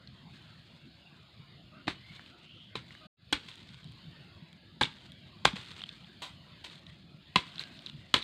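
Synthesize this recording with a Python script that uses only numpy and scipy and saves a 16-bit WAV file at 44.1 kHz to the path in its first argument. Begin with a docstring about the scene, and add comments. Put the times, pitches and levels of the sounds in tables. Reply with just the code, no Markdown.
"""A low far rumble (drifting noise), a soft hiss and a rustle of grains and snapping twigs open the scene.
Small birds whistle faintly (noise in gliding resonances) and a far fowl clucks (two partials).
Then a long blade chops root tubers on dry ground in a garden: runs of cracks ring wood and blade.
Soil and dead leaves crunch and trickle around the blows, tubers bump the ground, and echoes scatter.
Soon after 3 s the sound drops out once for a moment and fades back in; the chopping goes on."""
import sys
import numpy as np
from scipy import signal
from scipy.fft import rfft, irfft
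from scipy.io import wavfile
from scipy.ndimage import uniform_filter1d

SR = 44100
rng = np.random.default_rng(int(sys.argv[2]) if len(sys.argv) > 2 else 0)


def store_wav(level_fs):
    """Save 16-bit WAV to argv[1]."""
    pcm = np.round(np.clip(np.atleast_2d(level_fs), -1, 1) * 32767)
    wavfile.write(sys.argv[1], SR, pcm.T.astype(np.int16))


N = 362943


def amp(db):
    """Level to amplitude: 20 dB is a factor of ten."""
    return 10 ** (np.asarray(db) / 20)


def evened(x):
    """Power normalisation: scales to rms 1."""
    return x / np.sqrt(np.mean(x ** 2) + 1e-20)


def topped(x):
    """Peak normalisation: scales to peak 1."""
    return x / (abs(x).max() + 1e-20)


def smoothed_twice(x, size, axis=-1):
    """Moving average: two passes leave only slow change."""
    return uniform_filter1d(uniform_filter1d(x, size, axis=axis), size, axis=axis)


def bandpass(x, order, lo_hz, hi_hz):
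    """Band filtering: a Butterworth passband between two corners."""
    return signal.sosfilt(signal.butter(order, (lo_hz, hi_hz), "band", fs=SR, output="sos"), x)


def read(points, hz):
    """Spectral envelope: interpolates levels on a log frequency axis."""
    f, value = np.transpose(points)
    return np.interp(np.log(hz + 1), np.log(f + 1), value)


def add(mix, s, sound):
    """Superposition: adds a sound in at time s."""
    part = mix[max(round(s * SR), 0):][:len(sound)]
    part += sound[:len(part)]


def coloured(x, points, tilt_db=0):
    """Linear filtering: weights by a spectrum, tilted about 3 kHz in dB per octave."""
    hz = np.fft.rfftfreq(len(x), 1 / SR)
    tilt = tilt_db * np.log2(hz / 3000 + 0.057)  # the offset keeps the bass finite
    return irfft(rfft(x) * amp(read(points, hz) + tilt), len(x))


def ring(modes, focus_hz=0, narrow_db=0):
    """Modal response: sines die away; modes near the focus and its octaves are favoured."""
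    t = np.arange(2500) / SR
    total = 0
    for hz, db, t60 in modes:
        octaves_off = abs((np.log2(hz / (focus_hz or hz)) + .5) % 1 - .5)  # to the nearest octave
        total = total + amp(db - narrow_db * octaves_off - 60 * t / t60) * np.sin(2 * np.pi * hz * t)
    return np.minimum(t / 0.00037, 1) ** 2 * total


def crumbs(n, per_s, spread_db, hiss):
    """Random impulse process: sparse clicks of uneven size over a little white noise."""
    struck = rng.random(n) < per_s / SR
    sign = rng.choice([-1., 1.], n)
    size = amp(spread_db * np.minimum(rng.exponential(1, n), 4))
    return evened(struck * sign * size) + hiss * rng.standard_normal(n)


def brittle(x):
    """Brittle fracture: the dry treble of a crack, from a band and a second difference."""
    return topped(bandpass(x, 3, 5500., 9500.) + 0.035 * np.diff(x, 2, prepend=[0, 0]))


def patchy(points, lo_hz, hi_hz, patch_db, bins, frames_long):
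    """Random short-time spectra: drifting patches fade out in the treble; rms 1 within a band."""
    frames, hz = N // 256 + 5, np.fft.rfftfreq(1024, 1 / SR)
    a, b, patches = rng.standard_normal((frames, 513, 3)).T
    patches = uniform_filter1d(patches, round(bins), axis=0)
    patches = evened(uniform_filter1d(patches, round(frames_long), axis=1))
    depth_db = patch_db / (1 + (hz[:, None] / 3500) ** 2)
    spectra = (a + 1j * b) * amp(read(points, hz)[:, None] + depth_db * patches)
    inside = ((hz > lo_hz) & (hz < hi_hz))[:, None]
    whole, band = (signal.istft(v, nperseg=1024, noverlap=768)[1][:N] for v in (spectra, spectra * inside))
    return whole / band.std()


# spectrum of the far rumble: pitch_hz [Hz], level_db [dB per Hz, relative]
RUMBLE = [(15, -43.5), (25, -26), (59, -11), (145, 2), (299, -14), (344, -12), (424, -24), (508, -24.5),
          (700, -20.5), (910, -47.5), (1540, -120)]
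# spectrum of the soft hiss: pitch_hz [Hz], level_db [dB per Hz, relative]
HISS = [(300, -24), (600, -5.5), (1000, -5.5), (1300, -2), (2300, -3), (3350, 2.5), (4430, 0.5),
        (5200, -11), (5700, -33), (6500, -21.5), (7200, -18.5), (7900, -37), (8600, -21), (9800, -30),
        (15500, -29.5)]
# slow swell of the air: time_s [s], rumble_db [dB, 60-400 Hz], hiss_db [dB, 600-2000 Hz]
AIR = [(0, -57, -70.5), (.38, -56.5, -66), (.7, -59.5, -68.5), (1.4, -57.5, -68), (1.9, -54, -69),
       (2.15, -56.5, -62.5), (2.55, -59.5, -73.5), (2.9, -54.5, -65), (3.4, -58, -65), (3.7, -55.5, -69.5),
       (4.04, -55.5, -65), (4.6, -57.5, -69.5), (5.3, -54.5, -67), (5.7, -56, -67), (6.5, -56.5, -65.5),
       (7.05, -56.5, -71), (7.7, -54, -62.5), (8.23, -57, -71.5)]


def air():
    """Broadband noise: a lumpy far rumble and a patchy hiss swell apart."""
    s, rumble_db, hiss_db = np.transpose(AIR)
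    t = np.arange(N) / SR
    rumble = patchy(RUMBLE, 60, 400, 3.77, 2.8, 10.) * amp(np.interp(t, s, rumble_db))
    hiss = patchy(HISS, 600, 2000, 6.5, 5, 15) * amp(np.interp(t, s, hiss_db))
    return rumble + hiss


# soil thrown up or shaken loose: thickest_s [s], treble_level_db [dB], thinning_db_per_s [dB per s]
SHOWERS = [(.36, -79.5, 16.5), (2.14, -73, 50), (2.93, -80, 48), (3.47, -72, 20.5), (4.99, -73, 72),
           (5.52, -71.5, 37), (5.65, -68.5, 29.5), (6.74, -73, 50), (7.47, -71.5, 13.5), (8.23, -71, 50)]
SWELL_DB_PER_S, STILL_DB = 111, -90.5  # growth of each shower, level between showers


def showers_db(t):
    """Energy summation: each shower swells fast and thins at its own pace."""
    s, db, thin = np.transpose(SHOWERS)[..., None]
    each = db - np.where(t < s, SWELL_DB_PER_S * (s - t), thin * (t - s))
    return 10 * np.log10((amp(each) ** 2).sum(0) + amp(STILL_DB) ** 2)


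# spectrum of soil grains and leaf litter: pitch_hz [Hz], level_db [dB per Hz, relative]
GRIT = [(290, -5), (500, -8.5), (748, -20), (901, -7), (1820, -5), (2040, -2.5), (2930, -2), (3630, 1.5),
        (4380, -4.5), (5590, -18), (8480, -18.5), (9930, -33), (15500, -39.5)]


def rustle():
    """Granular noise: fine crackle of leaves and falling soil in uneven flurries."""
    flurry_db = 3.4 * evened(smoothed_twice(rng.standard_normal(N), 700))
    grains = coloured(crumbs(N, 800., 3.5, 1.), GRIT) * amp(flurry_db)
    treble = bandpass(grains, 4, 5500, 10000)
    return grains / treble.std() * amp(showers_db(np.arange(N) / SR))  # level counts for the treble band


# sharp snaps of twigs and leaves, and the second strike of the blow near 4.83 s:
# start_s [s], level_db [dB], pitch_hz [Hz], tick_db [dB, relative]
SNAPS = [(0.0737, -40, 4270, -34), (2.1943, -36.5, 1790, -31), (2.261, -42, 3360, -30),
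         (2.9072, -38.5, 1870, -35), (2.9507, -39.5, 1670, -20), (3.4862, -38, 3390, -18),
         (3.5144, -39.5, 3400, -25), (3.556, -46, 3400, -4), (3.69, -41.5, 3730, -18),
         (3.8432, -43, 3740, -11), (3.921, -46, 3350, -10), (4.5288, -46, 3230, -11),
         (4.8282, -20, 3050, -10), (4.8339, -12.5, 3590, -24), (4.853, -28, 3000, -25),
         (5.1195, -40.5, 3580, -12.5), (5.5668, -36, 2830, -30), (5.7114, -42, 3500, -34),
         (5.807, -36.5, 2840, -28), (5.817, -32, 3600, -33), (5.8375, -27, 3140, -28),
         (5.8912, -30, 3480, -33), (6.0445, -44, 3300, -33), (6.6664, -39, 3270, -19),
         (6.6987, -39.5, 3770, -30), (6.7563, -42, 3580, -13), (6.8665, -38, 3900, -30),
         (7.518, -43, 3660, -20), (7.5577, -36, 3770, -25), (7.5813, -30, 3430, -27),
         (7.5939, -22, 4000, -36), (7.637, -32, 4000, -29), (7.7594, -49, 3510, -20),
         (7.7905, -41, 3800, -27), (7.822, -45, 3370, -11), (7.862, -27.5, 3820, -20),
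         (7.8687, -33, 3550, -27), (7.8972, -34.5, 3760, -32), (8.189, -33, 3900, -10),
         (8.216, -35, 3870, -28), (8.2214, -30, 3800, -31), (8.2254, -27.5, 3590, -20)]
SNAP_T60_S = .009


def snap(level_db, hz, tick_db):
    """Impulse excitation: a noise burst rings five short modes, with a treble tick."""
    t60 = SNAP_T60_S
    burst = rng.standard_normal(600) * np.exp(-np.arange(600) / SR / 0.00074)
    modes = [(hz, 0.1, t60), (hz * 0.54, -5, t60 * .5), (hz * 0.783, -3, t60 * 0.84),
             (hz * 1.033, -3, t60 * 0.7), (hz * 1.3, -9, t60 * .5)]
    body = signal.convolve(burst, ring(modes))[:600]
    return amp(level_db) * (topped(body) + amp(tick_db) * brittle(burst))


SMALL_SNAPS_PER_S, SMALL_SNAP_HZ = 49, (2560, 4320)
SMALL_SNAP_DB, SMALL_TICK_DB = 26.5, -14  # strongest snap above the shower's treble, tick against snap


def small_snaps():
    """Random arrivals: faint snaps at chance moments, following the level of the showers."""
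    draws = rng.random((round(SMALL_SNAPS_PER_S * N / SR), 3))
    s, (lo, hi) = draws[:, 0] * N / SR, SMALL_SNAP_HZ
    level_db = showers_db(s) + SMALL_SNAP_DB - 6.3 * draws[:, 1]
    pitch_hz = lo + (hi - lo) * draws[:, 2]
    return np.transpose([s, level_db, pitch_hz, SMALL_TICK_DB + 0 * s])


def resonate(x, hz, width):
    """Heterodyne filtering: shifts the curve hz to zero, smooths, shifts back."""
    turn, r = np.exp(2j * np.pi * np.cumsum(hz) / SR), np.exp(-np.pi * width / SR)
    return 2 * (turn * signal.lfilter([1 - r], [1, -r], x / turn)).real


# fuzzy rising whistles of small birds: start_s [s], length_s [s], from_hz [Hz], to_hz [Hz],
# level_db [dB], blur_hz [Hz, width of each of two resonances]
WHISTLES = [(1.648, 0.46, 2410, 3100, -65, 120), (1.977, 0.26, 1850, 2340, -59.5, 151),
            (2.39, 0.35, 2620, 3250, -56, 594), (2.687, 0.11, 2030, 2190, -67.5, 60)]
GLIDE_BEND, WHISTLE_ENDS_DB = .55, -11.5  # the glide slows towards its top


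def whistle(length, from_hz, to_hz, level_db, blur):
    """Resonant filtering: noise in a narrow gliding resonance, its envelope loudest midway."""
    u = np.arange(round(length * SR)) / (length * SR)
    glide = from_hz + (to_hz - from_hz) * u ** GLIDE_BEND
    tone = resonate(resonate(rng.standard_normal(len(u)), glide, blur), glide, blur)
    return evened(tone) * amp(level_db + WHISTLE_ENDS_DB * (2 * u - 1) ** 2)


# clucks of a far fowl: start_s [s], length_s [s], pitch_hz [Hz], level_db [dB, before partial gains]
CLUCKS = [(1.709, .12, 622, -62.5), (2.301, 0.13, 705, -69.5), (2.994, 0.11, 615, -62)]
CLUCK_RISE_S, CLUCK_FADE_DB = 0.022, -12


def cluck(length, hz, level_db):
    """Harmonic voice: two slightly shaky partials, the second stronger."""
    t = np.arange(0, length, 1 / SR)
    shake = 0.5 * uniform_filter1d(rng.standard_normal(len(t)), size=150)
    turns = np.cumsum(hz * (1 + shake)) / SR
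    shape = np.minimum(t / CLUCK_RISE_S, 1) ** 2 * amp(level_db + CLUCK_FADE_DB * (t / length) ** 2)
    return shape * (1.34 * np.sin(2 * np.pi * turns) + 1.8 * np.sin(4 * np.pi * turns))


# modes of root and stem: pitch_hz [Hz], level_db [dB, relative], t60_s [s]
WOOD = [(543, -33.5, 0.008), (836, -2, 0.018), (1037, -1, 0.029), (1138, -10, 0.032), (1572, -0.5, 0.016),
        (2078, -2.5, 0.016)]
# clods and stems crunch into the leaves: start_s [s], level_db [dB], rise_s [s], t60_s [s],
# tilt_db [dB per octave], stem_db [dB, ring of the stem against the grit]
CRUNCHES = [(1.8707, -39, 0.00083, 0.066, -4, -24), (3.482, -45.5, 0.0044, 0.12, 2, -10),
            (5.4491, -18.5, 0.0036, 0.044, 1.5, -20), (5.556, -40, 0.0035, 0.21, -1, -17),
            (6.218, -38, 0.0033, 0.24, 2.5, -4), (6.638, -40, 0.009, 0.17, 1, -13),
            (7.598, -43, 0.0043, 0.13, 2.5, -23)]


def crunch(level_db, rise, t60, tilt_db, stem_db):
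    """Granular collapse: many grains give way at once and settle, knocking on the wood."""
    t = np.arange(round(.4 * SR)) / SR
    grains = crumbs(len(t), 2500, 2.8, .9)
    stem = signal.oaconvolve(grains, ring(WOOD, 1205., 20.))[:len(t)]
    grit = evened(coloured(grains, GRIT, tilt_db)) + amp(stem_db) * evened(stem)
    return amp(level_db - 60 * t / t60) * grit * np.minimum(t / rise, 1)


# modes of the blade and the splitting fibres: pitch_hz [Hz], level_db [dB, relative], t60_s [s]
BLADE = [(2416, 6.5, 0.0095), (3026, -2.1, 0.0098), (3300, 0, 0.013), (4023, 2, 0.014),
         (4276, -10.5, 0.018), (4870, -7.5, 0.016)]
# blade blows: start_s [s], level_db [dB], thud_hz [Hz], wood_focus_hz [Hz], blade_focus_hz [Hz],
# then relative to the blow: thud_db [dB], wood_db [dB], split_db [dB], treble_db [dB];
# split_s [s, time scale of the splitting], debris_db [dB, relative to the blow]
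CHOPS = [(1.879, -15.5, 303, 910, 4270, -5.5, -3.5, -6.5, -42.5, 0.0058, -17),
         (2.7541, -19, 422, 936, 3840, -10.5, -11, -5, -39, 0.0023, -18.5),
         (3.3259, -12, 292, 760, 3280, -12, -6.5, -3.5, -14, 0.011, -17),
         (4.811, -3, 317, 830, 3200, -19.5, -13.5, -16.5, -32, 0.01, -21.5),
         (5.4528, -1.5, 148.4, 826, 3040, -28.5, -5, -4.5, -17, 0.0025, -24.5),
         (7.358, -9, 173, 1110, 3160, -10, -2, -2, -20.5, 0.0093, -18),
         (8.1406, -4, 205, 1030, 3370, -18, -9, -2.5, -16, 0.0072, -19.5)]
DEBRIS_T60_S = 0.17  # grit scattered by each blow


def chop(level_db, thud_hz, wood_hz, blade_hz, thud_db, wood_db, split_db, treble_db, split_s, debris_db):
    """Fracture and modal ringing: cracking fibres ring wood and blade; the root thuds, debris scatters."""
    t = np.arange(round(.35 * SR)) / SR
    u = t / split_s
    cracks = crumbs(len(t), 4000., 2.3, 0.36) * u ** 0.13 * np.exp(-3.5 * u ** 1.88)
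    cracks[10] += 1.35 * abs(cracks).max() * np.sign(cracks[10])  # the first touch of the edge
    wood = topped(signal.oaconvolve(cracks, ring(WOOD, wood_hz, 28.0))[:len(t)])
    blade = topped(signal.oaconvolve(cracks, ring(BLADE, blade_hz, 21.0))[:len(t)])
    thud_decay = amp(-60 * t * thud_hz / 10.0)  # falls 60 dB in ten cycles
    thud = np.sin(2 * np.pi * thud_hz * t) * thud_decay * np.minimum(t / 0.0011, 1)
    grit = evened(coloured(crumbs(len(t), 2500., 2.3, 0.74), GRIT, -1.9))
    debris = grit * amp(-60 * t / DEBRIS_T60_S) * np.minimum(t / 0.00035, 1)
    parts = ((thud_db, thud), (wood_db, wood), (split_db, blade), (treble_db, brittle(cracks)),
             (debris_db, debris))
    return amp(level_db) * sum(amp(db) * part for db, part in parts)


# tubers bump the ground: start_s [s], level_db [dB], pitch_hz [Hz], t60_s [s]
BUMPS = [(2.127, -49, 191, 0.094), (2.766, -40.5, 123, 0.19), (4.819, -34, 125, 0.15),
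         (4.422, -38, 158, 0.11), (5.534, -25, 195, 0.052), (5.589, -35, 126, 0.066),
         (7.142, -37.5, 136, 0.074)]


def bump(level_db, hz, t60):
    """Damped oscillation: a dull low ring with a soft start."""
    t = np.arange(round(.2 * SR)) / SR
    return amp(level_db - 60 * t / t60) * np.sin(2 * np.pi * hz * t) * np.minimum(t / 0.0041, 1)


# scattered echoes from wall and trunks: first_arrival_s [s], t60_s [s], level_db [dB]
GARDEN = (0.022, 0.37, -16.5)


def garden(x):
    """Scattering: sparse taps of random sign after a strong first echo; the bass passes the trunks."""
    first, t60, db = GARDEN
    t = np.arange(round(.2 * SR)) / SR
    taps = crumbs(len(t), 700., 2.5, 0.011) * amp(-60 * t / t60) * (t > first)
    taps[round(first * SR)] += 32.
    taps = bandpass(taps / np.linalg.norm(taps), 2, 600., 6000.)
    return amp(db) * signal.oaconvolve(x, taps)[:N]


def scene():
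    """Superposition: near sounds with their echoes over the far ones."""
    near, far = np.zeros(N), air() + rustle()
    layers = ((near, SNAPS, snap), (near, small_snaps(), snap), (far, WHISTLES, whistle),
              (far, CLUCKS, cluck), (near, CRUNCHES, crunch), (near, CHOPS, chop), (near, BUMPS, bump))
    for mix, table, source in layers:
        for s, *row in table:
            add(mix, s, source(*row))
    return (near + garden(near) + far)[None]


# one brief silence: stop_s [s], restart_s [s], full_again_s [s]
DROPOUT = (3.071, 3.168, 3.33)
EDGE_HZ = 15500  # upper band limit


def record(dry):
    """Band limiting and gating: bass roll-off, a short silence with a fade back in, a treble edge."""
    stop, restart, full = DROPOUT
    t = np.arange(N) / SR
    before = np.clip((stop - t) / 0.0055, 0, 1)
    after = np.clip((t - restart) / (full - restart), 0, 1) ** 0.96
    thin = signal.sosfilt(signal.butter(3, 55., "high", fs=SR, output="sos"), dry)
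    edge = signal.firwin(511, EDGE_HZ, window=("kaiser", 9), fs=SR)
    return signal.oaconvolve(thin * (before + after), edge[None], "same")


dry = scene()
out = record(dry)
store_wav(out)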